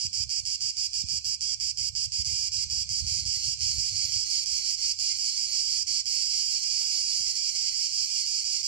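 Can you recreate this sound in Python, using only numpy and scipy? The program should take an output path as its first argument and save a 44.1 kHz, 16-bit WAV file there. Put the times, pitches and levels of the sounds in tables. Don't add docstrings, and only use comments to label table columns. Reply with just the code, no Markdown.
import sys
import numpy as np
from scipy import signal
from scipy.fft import rfft, irfft
from scipy.io import wavfile
from scipy.ndimage import uniform_filter1d

SR = 44100
rng = np.random.default_rng(int(sys.argv[2]) if len(sys.argv) > 2 else 0)


def pcm_store(signal):
    levels = np.round(np.clip(np.atleast_2d(signal), -1, 1) * 32767)
    wavfile.write(sys.argv[1], SR, levels.astype(np.int16).T)


def nominal_scale(level):
    x = np.asarray(level, float) / 20
    return 10 ** x


N = 382347


def rms_one(x):
    return x / np.sqrt(np.mean(x ** 2, axis=-1, keepdims=True) + 1e-20)


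def band(x, low_hz, high_hz, order=2):
    return signal.sosfilt(signal.butter(order, [low_hz, high_hz], "band", fs=SR, output="sos"), x)


def resonate(x, hz, width_hz):
    r = np.exp(-np.pi * width_hz / SR)
    section = [1, 0, -1, 1, -2 * r * np.cos(2 * np.pi * hz / SR), r * r]
    return signal.sosfilt([section, section], x + 1e-18)


def near_song():
    solo_starts = [.001, .13, .293, .453, .607, .769, .932, 1.086, 1.245, 1.408, 1.6, 1.773, 1.951, 2.12,
                   2.247, 2.519, 2.7, 2.891, 3.066, 3.253, 3.434]
    duet_starts = [3.607, 3.783, 3.957, 4.121, 4.301, 4.459, 4.647, 4.815, 4.989, 5.186, 5.368, 5.523,
                   5.871, 6.057, 6.621, 7.355, 7.55, 7.744, 7.924, 8.093, 8.264, 8.443, 8.63]
    # (time [s], rest [s])
    own_rests = [(.13, 0.057), (.293, 0.049), (.453, 0.046), (.607, .044), (.769, 0.058), (.932, .056),
                 (1.086, 0.056), (1.245, 0.055), (1.408, 0.054), (1.6, 0.048), (1.773, .053), (1.951, .056),
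                 (2.12, .053), (2.247, .017), (2.519, .032), (2.7, .053), (2.891, .053), (3.066, .05),
                 (3.253, .042), (3.434, 0.063), (3.607, 0.064), (4.989, 0.059), (5.871, 0.033),
                 (6.057, 0.045), (6.621, 0.039), (7.355, 0.029), (7.55, .045), (7.744, 0.045),
                 (7.924, 0.047), (8.093, 0.038), (8.264, 0.04), (8.443, 0.032), (8.63, .05)]
    starts = np.concatenate([solo_starts, duet_starts, [N / SR + 0.085]])
    duet = starts >= duet_starts[0]
    rests = np.where(duet, 0.057, 0.053)
    for s, rest in own_rests:
        rests[np.argmin(np.abs(starts - s))] = rest
    lengths = np.diff(starts) - rests[1:]
    level_db = np.where(duet, -0.35, -0.5)
    return np.transpose([starts[:-1], lengths, level_db[:-1]])


def rib_clicks(song, pulls_per_s, rib_hz, wobble, uneven_db, warm_db=0):
    out, rib = np.zeros(N + SR), np.arange(8)
    for s, length, level_db in song:
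        draws = rng.standard_normal((200, 18))
        pull = np.arange(max(int((length - 0.004) * pulls_per_s), 2))
        tension = 1 + 0.0044 * draws[-1, 0]
        draws = draws[:len(pull)]
        pace = pulls_per_s * (1 + 0.008 * draws[0, 0])
        jitter_s = 0.00006 * np.cumsum(draws[:, 0])
        start = s + pull / pace + 0.0028 * (pull > 0) + jitter_s
        side = (-1.) ** pull
        rib_rate = tension * rib_hz * (1 + 0.0073 * side)
        gaps = (1 - 0.024 * (rib - 3) + wobble * draws[:, 2:10]) / rib_rate[:, None]
        at = np.abs(start[:, None] + np.cumsum(gaps, axis=1) - gaps[:, :1]) * SR
        run_db = -1.8 * np.abs(rib - 1) + uneven_db * draws[:, 10:]
        pull_db = level_db - warm_db * np.exp(-pull / 2.1) + 0.11 * side + 0.098 * draws[:, 1]
        size = nominal_scale(run_db + pull_db[:, None])
        whole = at.astype(int)
        np.add.at(out, whole, size * (1 + whole - at))
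        np.add.at(out, whole + 1, size * (at - whole))
    return out[:N]


def branches(clicks, scatter_db, t60):
    age = np.arange(SR // 8) / SR
    tails = rng.standard_normal((2, 2, len(age))) * nominal_scale(-60 * age / t60) * (1 - np.exp(-age / 0.0043))
    tails = nominal_scale(scatter_db)[:, None] * tails / np.linalg.norm(tails, axis=2, keepdims=True)
    sway = 2 * np.pi * 0.6965 * np.arange(N) / SR
    out = np.stack([np.roll(clicks, 10), clicks])
    for turn, tail in zip((np.sin, np.cos), tails):
        out = out + signal.oaconvolve((clicks * turn(sway))[None], tail, axes=1)[:, :N]
    return out


def body(drive, modes, duty):
    # (centre [Hz], width [Hz], depth [dB])
    shared_dips = [(2646, 43, -10.5), (3818, 144, -13.5), (9890, 380, -6.5), (11550, 170, -5.5)]
    hz, have = signal.welch(drive, SR, nperseg=1024)
    want = 1e-16
    for mode_hz, width_hz, right_db, left_db in modes:
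        shape = 1 / (1 + (2 * (hz - mode_hz) / width_hz) ** 2) ** 2
        port_power = nominal_scale(2 * np.array([[right_db + left_db], [right_db]]))
        want = want + duty * port_power * shape / (shape.sum() * hz[1])
    for dip_hz, width_hz, depth_db in shared_dips:
        want = want * nominal_scale(2 * depth_db * np.exp(-((hz - dip_hz) / width_hz) ** 2))
    cepstrum = irfft(0.5 * np.log(want / (uniform_filter1d(have, size=3) + 1e-20)))
    cepstrum[:, 1:512] *= 2
    cepstrum[:, 513:] = 0
    return signal.oaconvolve(drive, irfft(np.exp(rfft(cepstrum))), axes=1)[:, :N]


def cicada(song, modes, pulls_per_s, rib_hz, wobble, scatter_db, t60, warm_db):
    clicks = rib_clicks(song, pulls_per_s, rib_hz, wobble, uneven_db=-0.5, warm_db=warm_db)
    duty = np.sum(np.array(song)[:, 1]) * SR / N
    return body(branches(clicks, scatter_db, t60), modes, duty)


def near_singer():
    # (centre [Hz], width [Hz], right level [dB], left minus right [dB])
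    near_body = [(1914, 60, -67, -1.5), (2132, 95, -55, -7.5), (2384, 340, -51.5, -0.5),
                 (2810, 130, -50.5, -12), (3134, 370, -52.5, -5.5), (3698, 230, -59, -1),
                 (4690, 110, -46, -28), (4739, 240, -41, 4), (4888, 285, -29, -18), (5446, 630, -31, -10),
                 (6183, 390, -39, -11.5), (7067, 610, -35.5, -10), (7757, 310, -43.5, -10.5),
                 (8140, 1600, -47.5, -25), (9190, 340, -63.5, 1), (10050, 320, -54.5, -8.5),
                 (10320, 1200, -58.5, -7), (10750, 370, -56, -8.5), (11080, 240, -60.5, -8),
                 (11680, 200, -69, -12), (12610, 320, -62, -9.5)]
    return cicada(near_song(), near_body, pulls_per_s=221.3, rib_hz=2420, wobble=0.02,
                  scatter_db=[-1.5, -9.0], t60=0.07, warm_db=0.7)


def second_singer():
    # (time [s], length [s], level [dB])
    second_song = [(2.944, 0.3, -5.5), (3.025, 0.25, -9.5), (3.331, 0.165, 0), (3.592, 0.22, 0.5),
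                   (3.871, 0.19, -0.5), (4.045, 0.14, 0.5), (4.238, 0.208, 1), (4.51, 0.212, -0.2),
                   (4.769, 0.156, 0.3), (4.985, 0.2, 0), (5.226, 0.16, 0.5), (5.456, 0.16, 1),
                   (5.685, 0.11, 0.2), (5.868, 0.15, 1), (6.08, 0.16, 0.5), (6.298, 0.137, 0.5),
                   (6.495, 0.152, 0), (6.689, 0.156, -0.5), (6.9, 0.12, 1), (7.068, 0.13, 0.5),
                   (7.258, 0.125, -0.5), (7.435, 0.142, -0.5), (7.627, 0.12, -0.5), (7.784, 0.138, -0.5),
                   (7.963, 0.137, -0.5), (8.148, 0.12, 0.5), (8.32, 0.12, -1.5), (8.5, 0.12, 0.5)]
    # (centre [Hz], width [Hz], right level [dB], left minus right [dB])
    second_body = [(1932, 290, -66, -5), (2085, 130, -57.5, 3.5), (2350, 330, -53.5, -2.5),
                   (2947, 570, -53, -8.5), (3870, 270, -77, 5), (4430, 97, -51, -11),
                   (4450, 490, -40.5, -2), (4650, 300, -36, -10.5), (5420, 790, -34, -9.5),
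                   (6060, 250, -53, -7.5), (6690, 850, -38.5, -8.5), (7460, 610, -44.5, -35),
                   (8400, 580, -57.5, -6), (8960, 1100, -50, -21.5), (10460, 370, -68, 3),
                   (11480, 430, -65, -3.5), (12000, 500, -65.5, -4), (12800, 700, -65, -4),
                   (13280, 280, -70, -3)]
    return cicada(second_song, second_body, pulls_per_s=217, rib_hz=2288, wobble=0.037,
                  scatter_db=[-3.0, -5.0], t60=0.1, warm_db=6.5)


def far_chorus():
    # (time [s], level [dB])
    far_swell = [(0, -35.5), (.28, -40), (.43, -37), (.6, -37), (1.07, -35), (1.22, -38), (1.4, -39.5),
                 (1.58, -38.5), (1.94, -41), (2.1, -38.5), (2.68, -35), (2.87, -35.5), (3.24, -37.5),
                 (3.6, -33.5), (4.97, -35), (5.3, -35), (6.04, -37), (8.67, -32)]
    # (centre [Hz], width [Hz], right level [dB], left minus right [dB])
    far_body = [(2414, 320, -21.5, -10.5), (2800, 780, -24.5, -3.5), (4500, 170, -10, -14),
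                (5000, 670, -3.5, -5.5), (5850, 1200, -6, -18.5), (5860, 440, -41, 16.5),
                (7300, 420, -11.5, -10.5), (7420, 1200, -11.5, -17), (9030, 680, -41, 6.5),
                (10400, 940, -31, -12), (12600, 490, -40, -3)]
    endless = [(s, 0.5, 0) for s in np.arange(0, N / SR, 0.5)]
    clicks = np.zeros(N)
    for pulls_per_s, rib_hz in [(214, 2380), (229, 2450)]:
        clicks += rib_clicks(endless, pulls_per_s, rib_hz, wobble=0.069, uneven_db=-3.5)
    swell_db = np.interp(np.arange(N) / SR, *np.transpose(far_swell))
    return nominal_scale(swell_db) * body(branches(clicks, [6.0, 3.0], t60=0.17), far_body, duty=0.58)


def on_ports(level_db, pan_db):
    share = nominal_scale(pan_db)
    return nominal_scale(level_db) * 2 * np.array([[share], [1]]) / np.sqrt(1 + share ** 2 + 0.17 * share)


def wind_strength():
    # (time [s], rumble [dB])
    steady_breeze = [(0, -64), (.9, -63), (1.7, -60.5), (2.5, -60), (3.4, -57), (4.3, -63.5), (5, -64),
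                     (5.4, -65.5), (6.2, -66.5), (6.6, -67.5), (7.1, -69.5), (8.67, -70)]
    # (time [s], rumble [dB], flutter above it [dB], left minus right [dB])
    gust_crests = [(.05, -49, -7, -17), (0.221, -42, -33, -32), (.41, -51.5, -13, -11),
                   (.63, -51.5, -39, -23), (1.04, -49.5, -12, -15), (1.128, -47.5, -13, -23),
                   (1.28, -53.5, -30, -17), (1.44, -60, -10, -15), (1.62, -50.5, -14, -24),
                   (1.81, -47.5, -12, -24), (1.91, -49.5, -32, -19), (2.07, -50, -28, -25),
                   (2.222, -42, -45, -31), (2.32, -44, -36, -30), (2.581, -45.5, -29, -27),
                   (2.66, -47, -37, -9), (2.77, -44.5, -38, -1.5), (2.899, -44.5, -29, -1),
                   (3.041, -41, -20, -9), (3.11, -46.5, -23, 5), (3.237, -40, -22, -9),
                   (3.473, -42.5, -39, -14), (3.64, -44, -39, -11), (3.766, -41, -29, -24),
                   (3.94, -42, -31, -11), (4.03, -48, -35, 5), (4.15, -46.5, -35, -10),
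                   (4.49, -55.5, -33, -24), (5.72, -58.5, -30, -18), (5.9, -57.5, -17, -20),
                   (6.36, -73, -1, -10), (7.6, -64, -9, -10), (7.22, -55, -18, 17)]
    rise_db_per_s, fall_db_per_s = 234, 200
    t = np.arange(0, N / SR, 0.002)
    breeze_db = np.interp(t, *np.transpose(steady_breeze))
    rumble = on_ports(breeze_db, pan_db=-3) ** 2
    flutter = rumble * nominal_scale(2 * -31)
    for s, crest_db, flutter_db, pan_db in gust_crests:
        loss_db = np.where(t < s, rise_db_per_s * (s - t), fall_db_per_s * (t - s))
        power = on_ports(crest_db - loss_db, pan_db) ** 2
        rumble = rumble + power
        flutter = flutter + power * nominal_scale(2 * flutter_db)
    now = np.arange(N) / SR
    return [np.array([np.interp(now, t, np.sqrt(port)) for port in layer]) for layer in (rumble, flutter)]


def wind():
    rumble_gain, flutter_gain = wind_strength()
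    white = rng.standard_normal((2, N)) + 0.71 * rng.standard_normal(N)
    lumps = nominal_scale(2.9 * rms_one(band(rng.standard_normal((2, N)), 10.5, 25.0, order=1)))
    rumble = rms_one(band(band(white, 57.3, 122.2), 49, 90.7, order=1))
    flutter = rms_one(band(band(white, 120, 230), 110, 260)) * nominal_scale(-5)
    gusts = nominal_scale(0.2) * lumps * (rumble_gain * rumble + flutter_gain * flutter)
    return signal.sosfilt(signal.butter(8, 215, fs=SR, output="sos"), band(gusts, 42, 2000))


def thumps():
    # (time [s], peak [dB], left minus right [dB])
    gust_fronts = [(0.043, -40, -45), (0.204, -60, -34), (1.032, -37.5, -30), (1.127, -42, -26),
                   (1.783, -55, -18), (2.581, -59, -18.0), (3.035, -48.5, -20.5), (3.181, -47, -13),
                   (3.255, -47, -19), (3.688, -52, -41), (4.116, -67, -14.0), (7.196, -63.5, 11.5)]

    def push(x):
        return band(band(x, 69, 190, order=3), 65, 410, order=3)

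    pushes = np.zeros((2, N))
    for s, peak_db, pan_db in gust_fronts:
        pushes[:, round(s * SR)] = nominal_scale(peak_db + 4.5 + np.array([pan_db, 0]))
    single = push(np.eye(1, 4000)[0])
    return push(pushes + 1e-18) / np.max(np.abs(single))


def knocks():
    # (time [s], peak [dB], centre [Hz], t60 [s])
    wood_modes = [(.48, -67, 620, .2), (.49, -68, 800, .2), (1.87, -63, 480, .2), (1.88, -70, 600, .15),
                  (6.65, -67, 815, .23), (6.64, -62, 1690, .25), (6.72, -67, 1520, .2),
                  (6.817, -60, 362, .3), (6.808, -62, 580, .25), (6.806, -60, 700, .25),
                  (6.802, -55, 824, .3), (6.808, -57, 940, .25), (6.806, -58, 1100, .25),
                  (6.806, -53, 1290, .3), (6.806, -58, 1500, .25), (6.94, -60, 260, .25),
                  (6.94, -63, 350, .45), (6.94, -60, 430, .12), (7.06, -68, 330, .5), (6.94, -60, 540, .12),
                  (6.94, -60, 630, .12), (6.938, -56, 740, .2), (6.938, -54, 900, .3),
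                  (6.935, -62, 1240, .35), (7.18, -62, 335, .35), (7.22, -73, 1390, .4),
                  (7.31, -71, 1400, .3), (7.4, -70, 1490, .5), (7.548, -56, 1330, .3),
                  (8.18, -70, 1400, .3), (8.26, -70, 785, .2), (8.33, -70, 1070, .2), (8.47, -72, 700, .2),
                  (8.54, -65, 1080, .35)]
    out, age = np.zeros((2, N + SR)), np.arange(SR // 2) / SR
    for s, peak_db, hz, t60 in wood_modes:
        width = 0.1 if 6.79 < s < 7.0 else 0.045
        noise = rng.standard_normal(len(age)) + 0.41 * rng.standard_normal((2, len(age)))
        noise[0] = np.roll(noise[1], round(0.0004 * SR)) + 0.84 * noise[0]
        shape = nominal_scale(peak_db - 7.0 - 60 * age / max(t60, 0.1)) * (1 - np.exp(-age / 0.0042)) ** 2
        first = round(s * SR)
        out[:, first:first + len(age)] += shape * rms_one(resonate(noise, hz, width * hz))
    return out[:, :N]


def hiss():
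    # (frequency [Hz], density [dB per Hz])
    faint_noise = [(150, -30), (280, 0), (600, -1), (900, -4), (1500, -8), (1800, -16), (2300, -40),
                   (4000, -120)]
    hz = np.arange(N // 2 + 1) * SR / N + 1e-3
    points_hz, points_db = np.transpose(faint_noise)
    colour = nominal_scale(np.interp(np.log(hz), np.log(points_hz), points_db))
    return nominal_scale(-87) * rms_one(irfft(rfft(rng.standard_normal((2, N))) * colour, N))


def attack_bursts():
    # (time [s], level [dB])
    bursts = [(.001, -65), (.13, -80), (.46, -78), (.29, -72), (.62, -75), (1.41, -78), (1.61, -74),
              (1.78, -75), (1.955, -75), (2.12, -77), (2.89, -74), (3.254, -74), (5.875, -82), (6.06, -85)]
    t = np.arange(N) / SR
    shape = sum(nominal_scale(level_db) * np.exp(-((t - s) / 0.0064) ** 2) for s, level_db in bursts)
    noise = rng.standard_normal(N) + 0.5 * rng.standard_normal((2, N))
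    return shape * rms_one(band(noise, 300, 1800))


def mute_faint_bands(x, size):
    # (frequency [Hz], level [dB])
    silence_line = [(300, -110), (600, -103), (900, -101), (1600, -99), (1750, -78), (1950, -68), (2200, -67),
                    (2400, -73), (2630, -67), (2900, -73), (3400, -69), (3750, -63), (3950, -61), (5000, -70),
                    (8400, -66), (8800, -63), (9200, -68), (9700, -64), (10000, -69), (10700, -71),
                    (11250, -71), (11500, -67), (11900, -67), (12300, -72), (12900, -72), (13400, -71),
                    (14000, -76)]
    hz, _, frames = signal.stft(x, SR, nperseg=2048, noverlap=1024)
    power = np.abs(frames[:, :1024]) ** 2
    bands = power.reshape(2, -1, size, power.shape[-1]).sum(axis=2)
    centre = hz[:1024].reshape(-1, size).mean(axis=1)
    line_hz, line_db = np.transpose(silence_line)
    line_db = np.interp(np.log(centre), np.log(line_hz), line_db)
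    frame_db = 10 * np.log10(bands.sum(axis=(0, 1)) + 1e-12)
    waver_db = 10 * uniform_filter1d(rng.standard_normal(bands.shape), size=4)
    line_db = line_db[:, None] + (frame_db + 26) + waver_db
    above_db = np.maximum(10 * np.log10(bands + 1e-14) - line_db, 0)
    stumble_db = 6.5 * np.exp(-above_db / 11) * uniform_filter1d(rng.standard_normal(bands.shape), size=2)
    keep = (above_db > 0) * nominal_scale(stumble_db)
    frames[:, :1024] *= np.repeat(np.maximum(keep, 0.003), size, axis=1)
    return signal.istft(frames, SR, nperseg=2048, noverlap=1024)[1][:, :N]


def scene():
    singers = near_singer() + second_singer() + far_chorus()
    insects = band(singers, 2116, 13500, order=7)
    return insects + wind() + thumps() + knocks()


def roll_off(x):
    return signal.sosfilt(signal.butter(12, 14390, fs=SR, output="sos"), x)


def record(dry):
    upper = signal.sosfilt(signal.butter(8, 280, "high", fs=SR, output="sos"), dry + hiss())
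    bass = signal.sosfilt(signal.butter(8, 280, "low", fs=SR, output="sos"), dry)
    mix = mute_faint_bands(upper, size=8) + bass + attack_bursts() + nominal_scale(-23) * hiss()
    return roll_off(mix)


dry = scene()
out = record(dry)
pcm_store(out)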